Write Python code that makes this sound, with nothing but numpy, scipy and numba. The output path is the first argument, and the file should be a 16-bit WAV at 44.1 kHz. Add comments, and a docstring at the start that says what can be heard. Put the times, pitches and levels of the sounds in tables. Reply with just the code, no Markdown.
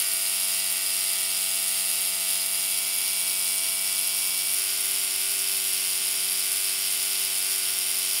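"""A small brushless motor spins on a plastic block on a workbench, heard close by in a quiet room.
From the start the rotor ticks and rattles in the same pattern every turn, made uneven by the bearing
balls; the shaft hums and the coils whine at the controller's switching rate. Twice in the first second
the speed jumps up and sags back. From about 2.5 to 3.8 s the listener backs away and the rattle changes
tone. Four more speed jumps follow, while the warming motor creeps a little faster."""
import sys
import numpy as np
from scipy import signal
from scipy.fft import rfft, irfft
from scipy.io import wavfile
from scipy.ndimage import uniform_filter1d
from numba import njit

SR = 44100
rng = np.random.default_rng(int(sys.argv[2]) if len(sys.argv) > 2 else 0)


def wav_record(signal):
    """Record a signal, one row per channel, as 16-bit PCM in the file named by sys.argv[1]."""
    frames = np.transpose(np.atleast_2d(signal))
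    bounded = np.clip(frames, -1, 1)
    # unit amplitude maps onto the largest positive 16-bit level
    quanta = np.round(bounded * 32767).astype(np.int16)
    wavfile.write(sys.argv[1], SR, quanta)


N = 361619

# the shaft's settled speed, creeping up as the motor warms: (time [s], speed [Hz])
SHAFT_SPEED = [(0, 94.93), (1.3, 95.02), (2.15, 95.12), (2.3, 95.25), (3.0, 95.36), (3.85, 95.49),
               (4.5, 95.46), (4.9, 95.6), (6.3, 95.66), (6.8, 95.76), (8.2, 95.8)]
# brief jumps in speed: (peak time [s], jump [Hz])
SURGES = [(.04, 1.35), (.81, .85), (4.57, .82), (5.255, .8), (6.485, .85), (7.495, .87)]
# the listener's steps away: (middle time [s], top speed [m/s], length [s])
STEPS_BACK = [(2.66, .19, .4), (3.3, .28, .26), (3.64, .15, .17)]
# tone of the room noise: (frequency [Hz], gain [dB])
ROOM_COLOUR = [(15, -16), (40, -2), (100, -0.5), (300, -1.5), (600, -2.5), (1200, 2), (3000, -48)]
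# bearing tones: (shaft multiple, added ball-pass multiple, early level [dB], middle [dB], late [dB])
BEARING_TONES = [(6, 1, -69, -70, -71), (16, -2, -74, -75, -75), (7, 1, -69, -70, -73),
                 (4, 2, -71, -71, -71), (15, -1, -70, -70, -70), (17, -1, -70, -70, -70),
                 (20, -1, -69, -69, -69), (24, -1, -54, -57, -58), (25, -1, -54, -58, -58),
                 (19, 1, -64, -64, -64), (30, -1, -57, -57, -57), (31, -1, -59, -59, -59),
                 (32, -1, -58, -58, -58), (33, -1, -53, -53, -53), (27, 1, -58, -58, -58),
                 (29, 1, -56, -56, -56), (37, -1, -55, -55, -55), (51, -1, -55, -55, -55),
                 (53, -1, -58, -58, -58), (45, -1, -60, -60, -62), (10, -1, -76, -76, -76),
                 (4, 1, -76, -76, -76), (11, -1, -74, -74, -74), (29, -1, -61, -61, -61),
                 (23, 1, -61, -61, -61), (61, -1, -56, -56, -54), (68, 1, -57, -57, -57)]
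# coil tones: (switching multiple, added shaft multiple, early level [dB], middle [dB], late [dB])
COIL_TONES = [(1, -16, -51, -53, -51), (1, -8, -51, -49, -47), (1, -7, -55, -52, -50),
              (1, -6, -46, -52, -51), (1, -5, -52, -55, -57), (1, -4, -62, -66, -68), (1, 0, -45, -44, -44),
              (1, 2, -60, -63, -61), (1, 3, -57, -69, -77), (1, 4, -62, -54, -59), (1, 5, -56, -55, -53),
              (1, 6, -40, -43, -43), (1, 7, -54, -58, -60), (1, 8, -37, -36, -38), (1, 16, -44, -44, -44),
              (1, 24, -48, -48, -48), (2, -16, -53, -55, -54), (2, -8, -43, -43, -44),
              (2, -6, -49, -50, -49)]
# shaft tones: (shaft multiple, early level [dB], middle [dB], late [dB], change in a surge [dB/Hz])
SHAFT_TONES = [(2, -59, -60, -61, -6), (3, -68, -65, -65, 2), (4, -59, -59, -55, 2),
               (5, -68, -66, -68, -17), (6, -70, -76, -85, -2), (7, -52, -54, -55, -1),
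               (8, -58, -61, -64, -9), (9, -57, -58, -59, -1), (10, -66, -64, -71, -7),
               (11, -62, -57, -61, -3), (12, -60, -64, -59, 3), (13, -57, -60, -61, 1),
               (14, -57, -58, -60, 0), (15, -56, -56, -54, 2), (16, -61, -69, -60, 6),
               (17, -65, -63, -59, 2), (18, -75, -75, -72, -3), (19, -61, -71, -59, -1),
               (20, -57, -73, -61, 7), (21, -61, -58, -56, 3), (22, -55, -58, -49, -4),
               (23, -67, -62, -64, 13), (24, -46, -42.5, -48, 1), (25, -67, -63, -53, 1),
               (26, -66, -64, -59, -2), (27, -53, -55, -48, 1), (28, -47, -48, -48, 0),
               (29, -49, -51, -55, 0), (30, -47, -47, -50, -2), (31, -55, -66, -49, 0),
               (32, -51, -60, -51, -4), (33, -54, -51, -50, -7), (34, -51, -57, -56, -2),
               (35, -56, -49, -51, -8), (36, -50, -46, -50, -1), (37, -58, -64, -55, 0),
               (38, -52, -54, -48, -1), (39, -50, -57, -57, -10), (40, -56, -53, -52, -6),
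               (41, -51, -53, -55, -5), (42, -56, -61, -55, -5), (43, -54, -56, -57, -7),
               (44, -54, -54, -59, 1), (45, -66, -64, -60, 5), (46, -65, -63, -54, 2),
               (47, -57, -54, -52, 1), (48, -53, -61, -61, 1), (49, -56, -57, -58, -4),
               (50, -57, -58, -57, 3), (51, -60, -64, -60, 4), (52, -60, -54, -59, 2),
               (53, -54, -53, -60, 1), (54, -54, -50, -52, -4), (55, -63, -57, -59, 0),
               (56, -64, -51, -55, -1), (57, -63, -63, -60, 2)]
# the knocks in one turn: (angle [turns], sharp tick strength [dB], dull rattle strength [dB])
KNOCKS = [(.085, 2.5, -4), (.21, 0, -8), (.27, -17.5, -1), (.335, -0.5, -6), (.41, -4, -6),
          (.46, -0.5, -9.5), (0.519, -1.5, -2.5), (.62, -4, -16), (.72, -25, -8.5), (.84, -2.5, -9.5),
          (.965, -1, -2)]
# how the knocking swells and fades: (time [s], rattle gain [dB], tick gain [dB])
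KNOCK_GAINS = [(0.0, -30, -25), (0.04, -32, -29), (0.09, -31.5, -28), (1.12, -31, -29), (1.92, -32, -28),
               (2.21, -32, -30), (2.33, -30, -27.5), (2.4, -33, -29), (2.78, -31.5, -28.5),
               (7.72, -30.5, -28.5), (8.11, -30.5, -28.5), (8.2, -29.5, -29)]
# tone of the block and bench: (frequency [Hz], gain from near [dB], gain from far [dB])
BLOCK_COLOUR = [(500, -40, -29), (970, -27.5, -21.5), (1630, -19, -15), (1900, -13, -14),
                (2340, -11.5, -7.5), (2860, -8, -4.5), (3190, -3.5, -1), (3580, -8, -7), (4610, -5, -2.5),
                (4550, -2, 1.5), (5000, -0.5, 2), (5160, -5, 1), (5655, -2.5, 1.5), (5680, -6, -0.5),
                (6870, -29.5, -28)]
# tone of the bell, the rotor's thin cup: (frequency [Hz], gain [dB])
BELL_COLOUR = [(5000, -34), (6250, -19), (6750, -9.5), (7120, -15), (7400, -10.5), (8300, -17), (9000, -6),
               (10300, -1), (11200, -3.5), (12200, -9), (13200, -12), (14500, -9.5), (16000, -13.5)]

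STAGES_S = (2.3, 3.0, 4.52, 4.6)  # early levels end, middle ones start, middle ones end, late ones start
BACKING_S = (2.46, 3.8)  # the listener backs away between these times
BALL_PASS = 3.228  # balls passing one spot of the bearing's outer ring per turn
SWITCH_HZ, SWITCH_SAG_HZ_PER_S = 8020.3, .45  # the controller's switching rate and its slow fall
HOP = 64  # samples between updates of slow changes


def undb(db):
    """Turns decibels into a plain gain."""
    return 10 ** (np.asarray(db) / 20)


def level(x, db):
    """Scales x to an average (rms) level."""
    return x * undb(db) / np.sqrt(np.mean(x ** 2))


def colour(x, table, size=4096):
    """Filters x along a curve of (frequency [Hz], gain [dB]) points."""
    hz, db = np.transpose(table)
    log_hz = np.log(np.maximum(np.arange(size // 2 + 1) * SR / size, 1))
    gain = undb(np.interp(log_hz, np.log(hz), db, right=db[-1] - 20.0))
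    cepstrum = irfft(np.log(gain))
    cepstrum[1:size // 2] *= 2  # folded in half, so the filter rings only after a hit
    cepstrum[size // 2 + 1:] = 0
    return signal.oaconvolve(x, irfft(np.exp(rfft(cepstrum))))[:N]


def wander(rate_hz):
    """A smooth random wiggle about 1 in size, one value per hop."""
    hold, size = int(SR / HOP / rate_hz), N // HOP + 1
    steps = np.repeat(rng.standard_normal(size // hold + 1), hold)
    return 1.3 * uniform_filter1d(uniform_filter1d(steps, hold), hold)[:size]


@njit
def sines(first, second, by_first, by_second, start, gain, hop):
    """Adds up sine waves whose phases are multiples of two running cycle counts."""
    out = np.zeros(len(first))
    for j in range(len(start)):
        for a in range(0, len(first) - 1, hop):
            b = min(a + hop, len(first) - 1)
            phase = 2 * np.pi * (by_first[j] * first[a] + by_second[j] * second[a])
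            step = (2 * np.pi * (by_first[j] * first[b] + by_second[j] * second[b]) - phase) / (b - a)
            now, last = np.cos(phase + start[j]), np.cos(phase + start[j] - step)
            feedback, size = 2 * np.cos(step), gain[j, a // hop]
            for i in range(a, b):
                out[i] += size * now
                now, last = feedback * now - last, now  # each sample follows from the last two
    return out


def tones(first, second, multiples, start, stages_db, swing_db, waver_db):
    """Tones that move through their early, middle and late levels, wavering a little."""
    time = np.arange(N // HOP + 1) * HOP / SR
    db = np.array([np.interp(time, STAGES_S, row[[0, 1, 1, 2]]) + waver_db * wander(8)
                   for row in stages_db])
    by_first, by_second = np.round(multiples)
    return sines(first, second, by_first, by_second, start, np.sqrt(2) * undb(db + swing_db), HOP)


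def beat_tones(table, first, second, waver_db):
    """Two cycles acting together make tones at sums and differences of their rates."""
    table = np.array(table, float)
    start = 2 * np.pi * rng.random(len(table))
    return tones(first, second, table[:, :2].T.copy(), start, table[:, 2:], 0, waver_db)


def doppler(time, sound_m_s=343):
    """Pitch ratio: each step away from the motor lowers its pitch for a moment."""
    middle, speed, length = np.transpose(STEPS_BACK)[:, :, None]
    away = speed * np.cos(np.pi * np.clip((time - middle) / length, -.5, .5)) ** 2
    return 1 - away.sum(axis=0) / sound_m_s


def surges(time, rise_s=.06, sag_s=.165):
    """Extra shaft speed in Hz: each surge rises quickly and sags back."""
    peak, jump = np.transpose(SURGES)[:, :, None]
    rise = np.sin(np.pi / 2 * np.clip(1 + (time - peak) / rise_s, 0, 1)) ** 2
    sag = np.exp(-np.maximum(time - peak, 0) / sag_s)
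    return (jump * rise * sag).sum(axis=0)


def room_noise():
    """The room is a faint, steady, low rush."""
    return level(colour(rng.standard_normal(N), ROOM_COLOUR), db=-61)


def bearing_tones(turns):
    """The passing balls beat with the turning shaft and make faint tones."""
    return beat_tones(BEARING_TONES, turns, BALL_PASS * turns, waver_db=3.0)


def coil_whine(switch_cycles, turns):
    """The switched current makes the coils whine; the turning shaft adds tones on either side."""
    return beat_tones(COIL_TONES, switch_cycles, turns, waver_db=1.1)


def shaft_hum(turns, surge_hz, thump_turns=.45, thump_centre=13.27, thump_span=4.3):
    """Knocks and the off-balance rotor's thump repeat each turn as tones; their angles set the phases."""
    table = np.array(SHAFT_TONES)
    multiple = table[:, 0]
    angle, _, knock_db = np.transpose(KNOCKS)
    offset = (multiple - thump_centre) / thump_span  # the thump rules the multiples near its centre
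    bench_smear = 0.441 * offset ** 2
    thump = 6.7 * np.exp(-offset ** 2 - 2j * np.pi * (multiple * thump_turns + bench_smear))
    start = np.angle(np.exp(-2j * np.pi * np.outer(multiple, angle)) @ undb(knock_db) + thump)
    swing_db = np.outer(table[:, 4], surge_hz[::HOP])  # a surge crosses narrow resonances
    return tones(turns, turns, [multiple, 0 * multiple], start, table[:, 1:4], swing_db, waver_db=0.7)


def knocks(turns, column, scatter_db, ball_db, jitter_turns, burst_s, rub_db):
    """Noise bursts at set rotor angles, varied by chance and by the passing balls, over steady rubbing."""
    table = np.array(KNOCKS)
    at_turn = np.arange(int(turns[-1]))[:, None] + table[:, 0]
    chance = 2 * rng.random(at_turn.shape + (2,)) - 1
    ball_swing_db = ball_db * np.cos(2 * np.pi * BALL_PASS * at_turn)
    db = table[:, column] + scatter_db * chance[..., 0] + ball_swing_db
    place = np.searchsorted(turns, at_turn + jitter_turns * chance[..., 1]).clip(0, N - 1)
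    force = np.bincount(place.ravel(), undb(db).ravel(), N)
    burst = np.exp(-.5 * (np.arange(-200, 201) / SR / burst_s) ** 2)
    return (signal.oaconvolve(force, burst, "same") + undb(rub_db)) * rng.standard_normal(N)


def ball_clicks(turns, ball_db):
    """Knocks land harder or softer by where the balls are; these clicks carry just that change."""
    table = np.array(KNOCKS)
    at_turn = np.arange(int(turns[-1]) - 1)[:, None] + table[:, 0]
    load = undb(ball_db * np.cos(2 * np.pi * BALL_PASS * at_turn))
    size = (undb(table[:, 2]) * (load - load.mean())).ravel()
    place = np.interp(at_turn.ravel(), turns, np.arange(N))
    sample = place.astype(int)
    share = place - sample  # each click is split between two samples
    return np.bincount(sample, size * (1 - share), N) + np.bincount(sample + 1, size * share, N)


def treble_dip(hiss, hz=7872, width_hz=940, floor_db=-30):
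    """Filters a narrow dip near 7.9 kHz into the hiss of the rattle and ticks."""
    dipped = signal.lfilter(*signal.iirnotch(hz, hz / width_hz, SR), hiss)
    return dipped + undb(floor_db) * (hiss - dipped)


def shell_ring(time, hz=4974, width_hz=30):
    """The motor's shell rings at one pitch, fading as the listener backs away."""
    ring = signal.lfilter(*signal.iirpeak(hz, hz / width_hz, SR), rng.standard_normal(N))
    return level(ring, 0) * undb(np.interp(time, BACKING_S, (-14, -20)))


def block_rattle(time, turns):
    """Dull knocks shake the block and bench; their tone shifts as the listener backs away."""
    rattle = knocks(turns, column=2, scatter_db=2, ball_db=-2, jitter_turns=.015,
                    burst_s=.00014, rub_db=-4)
    blows = level(rattle, 6) + level(ball_clicks(turns, ball_db=-3), -4)
    near, far = (level(colour(blows, np.array(BLOCK_COLOUR)[:, [0, k]]), -2.49) for k in (1, 2))
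    away = np.interp(time, BACKING_S, (0, 1))
    return (1 - away) * near + away * far


def bell_ticks(turns):
    """Sharp ticks make the rotor's thin bell ring brightly."""
    ticks = knocks(turns, column=1, scatter_db=4.5, ball_db=2, jitter_turns=.0036,
                   burst_s=.0001, rub_db=-14.5)
    return level(colour(ticks, BELL_COLOUR), 0.87)


def scene():
    """Counts the shaft's turns, drives the motor's sounds from them and adds the room."""
    time = np.arange(N) / SR
    surge_hz, pitch_ratio = surges(time), doppler(time)
    wobble_hz = .03 * np.repeat(wander(12), HOP)[:N]
    shaft_hz = np.interp(time, *np.transpose(SHAFT_SPEED)) + surge_hz + wobble_hz
    turns = np.cumsum(shaft_hz * pitch_ratio) / SR
    switch_cycles = np.cumsum((SWITCH_HZ - SWITCH_SAG_HZ_PER_S * time) * pitch_ratio) / SR
    gain_times, rattle_db, tick_db = np.transpose(KNOCK_GAINS)
    # the loose block chatters on the bench, so rattle and ticks flutter together
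    chatter = np.repeat(wander(35), HOP)[:N]
    rattle_gain = undb(np.interp(time, gain_times, rattle_db) + 0.71 * chatter)
    tick_gain = undb(np.interp(time, gain_times, tick_db) + 0.26 * chatter)
    rattle = (block_rattle(time, turns) + shell_ring(time)) * rattle_gain
    ticks = bell_ticks(turns) * tick_gain
    background = bearing_tones(turns) + coil_whine(switch_cycles, turns) + room_noise()
    return (background + shaft_hum(turns, surge_hz) + treble_dip(rattle + ticks))[None]


def record(dry):
    """Cuts the highest treble steeply."""
    top_hz = 15740
    return signal.sosfilt(signal.ellip(14, .3, 75, top_hz, fs=SR, output="sos"), dry)


dry = scene()
out = record(dry)
wav_record(out)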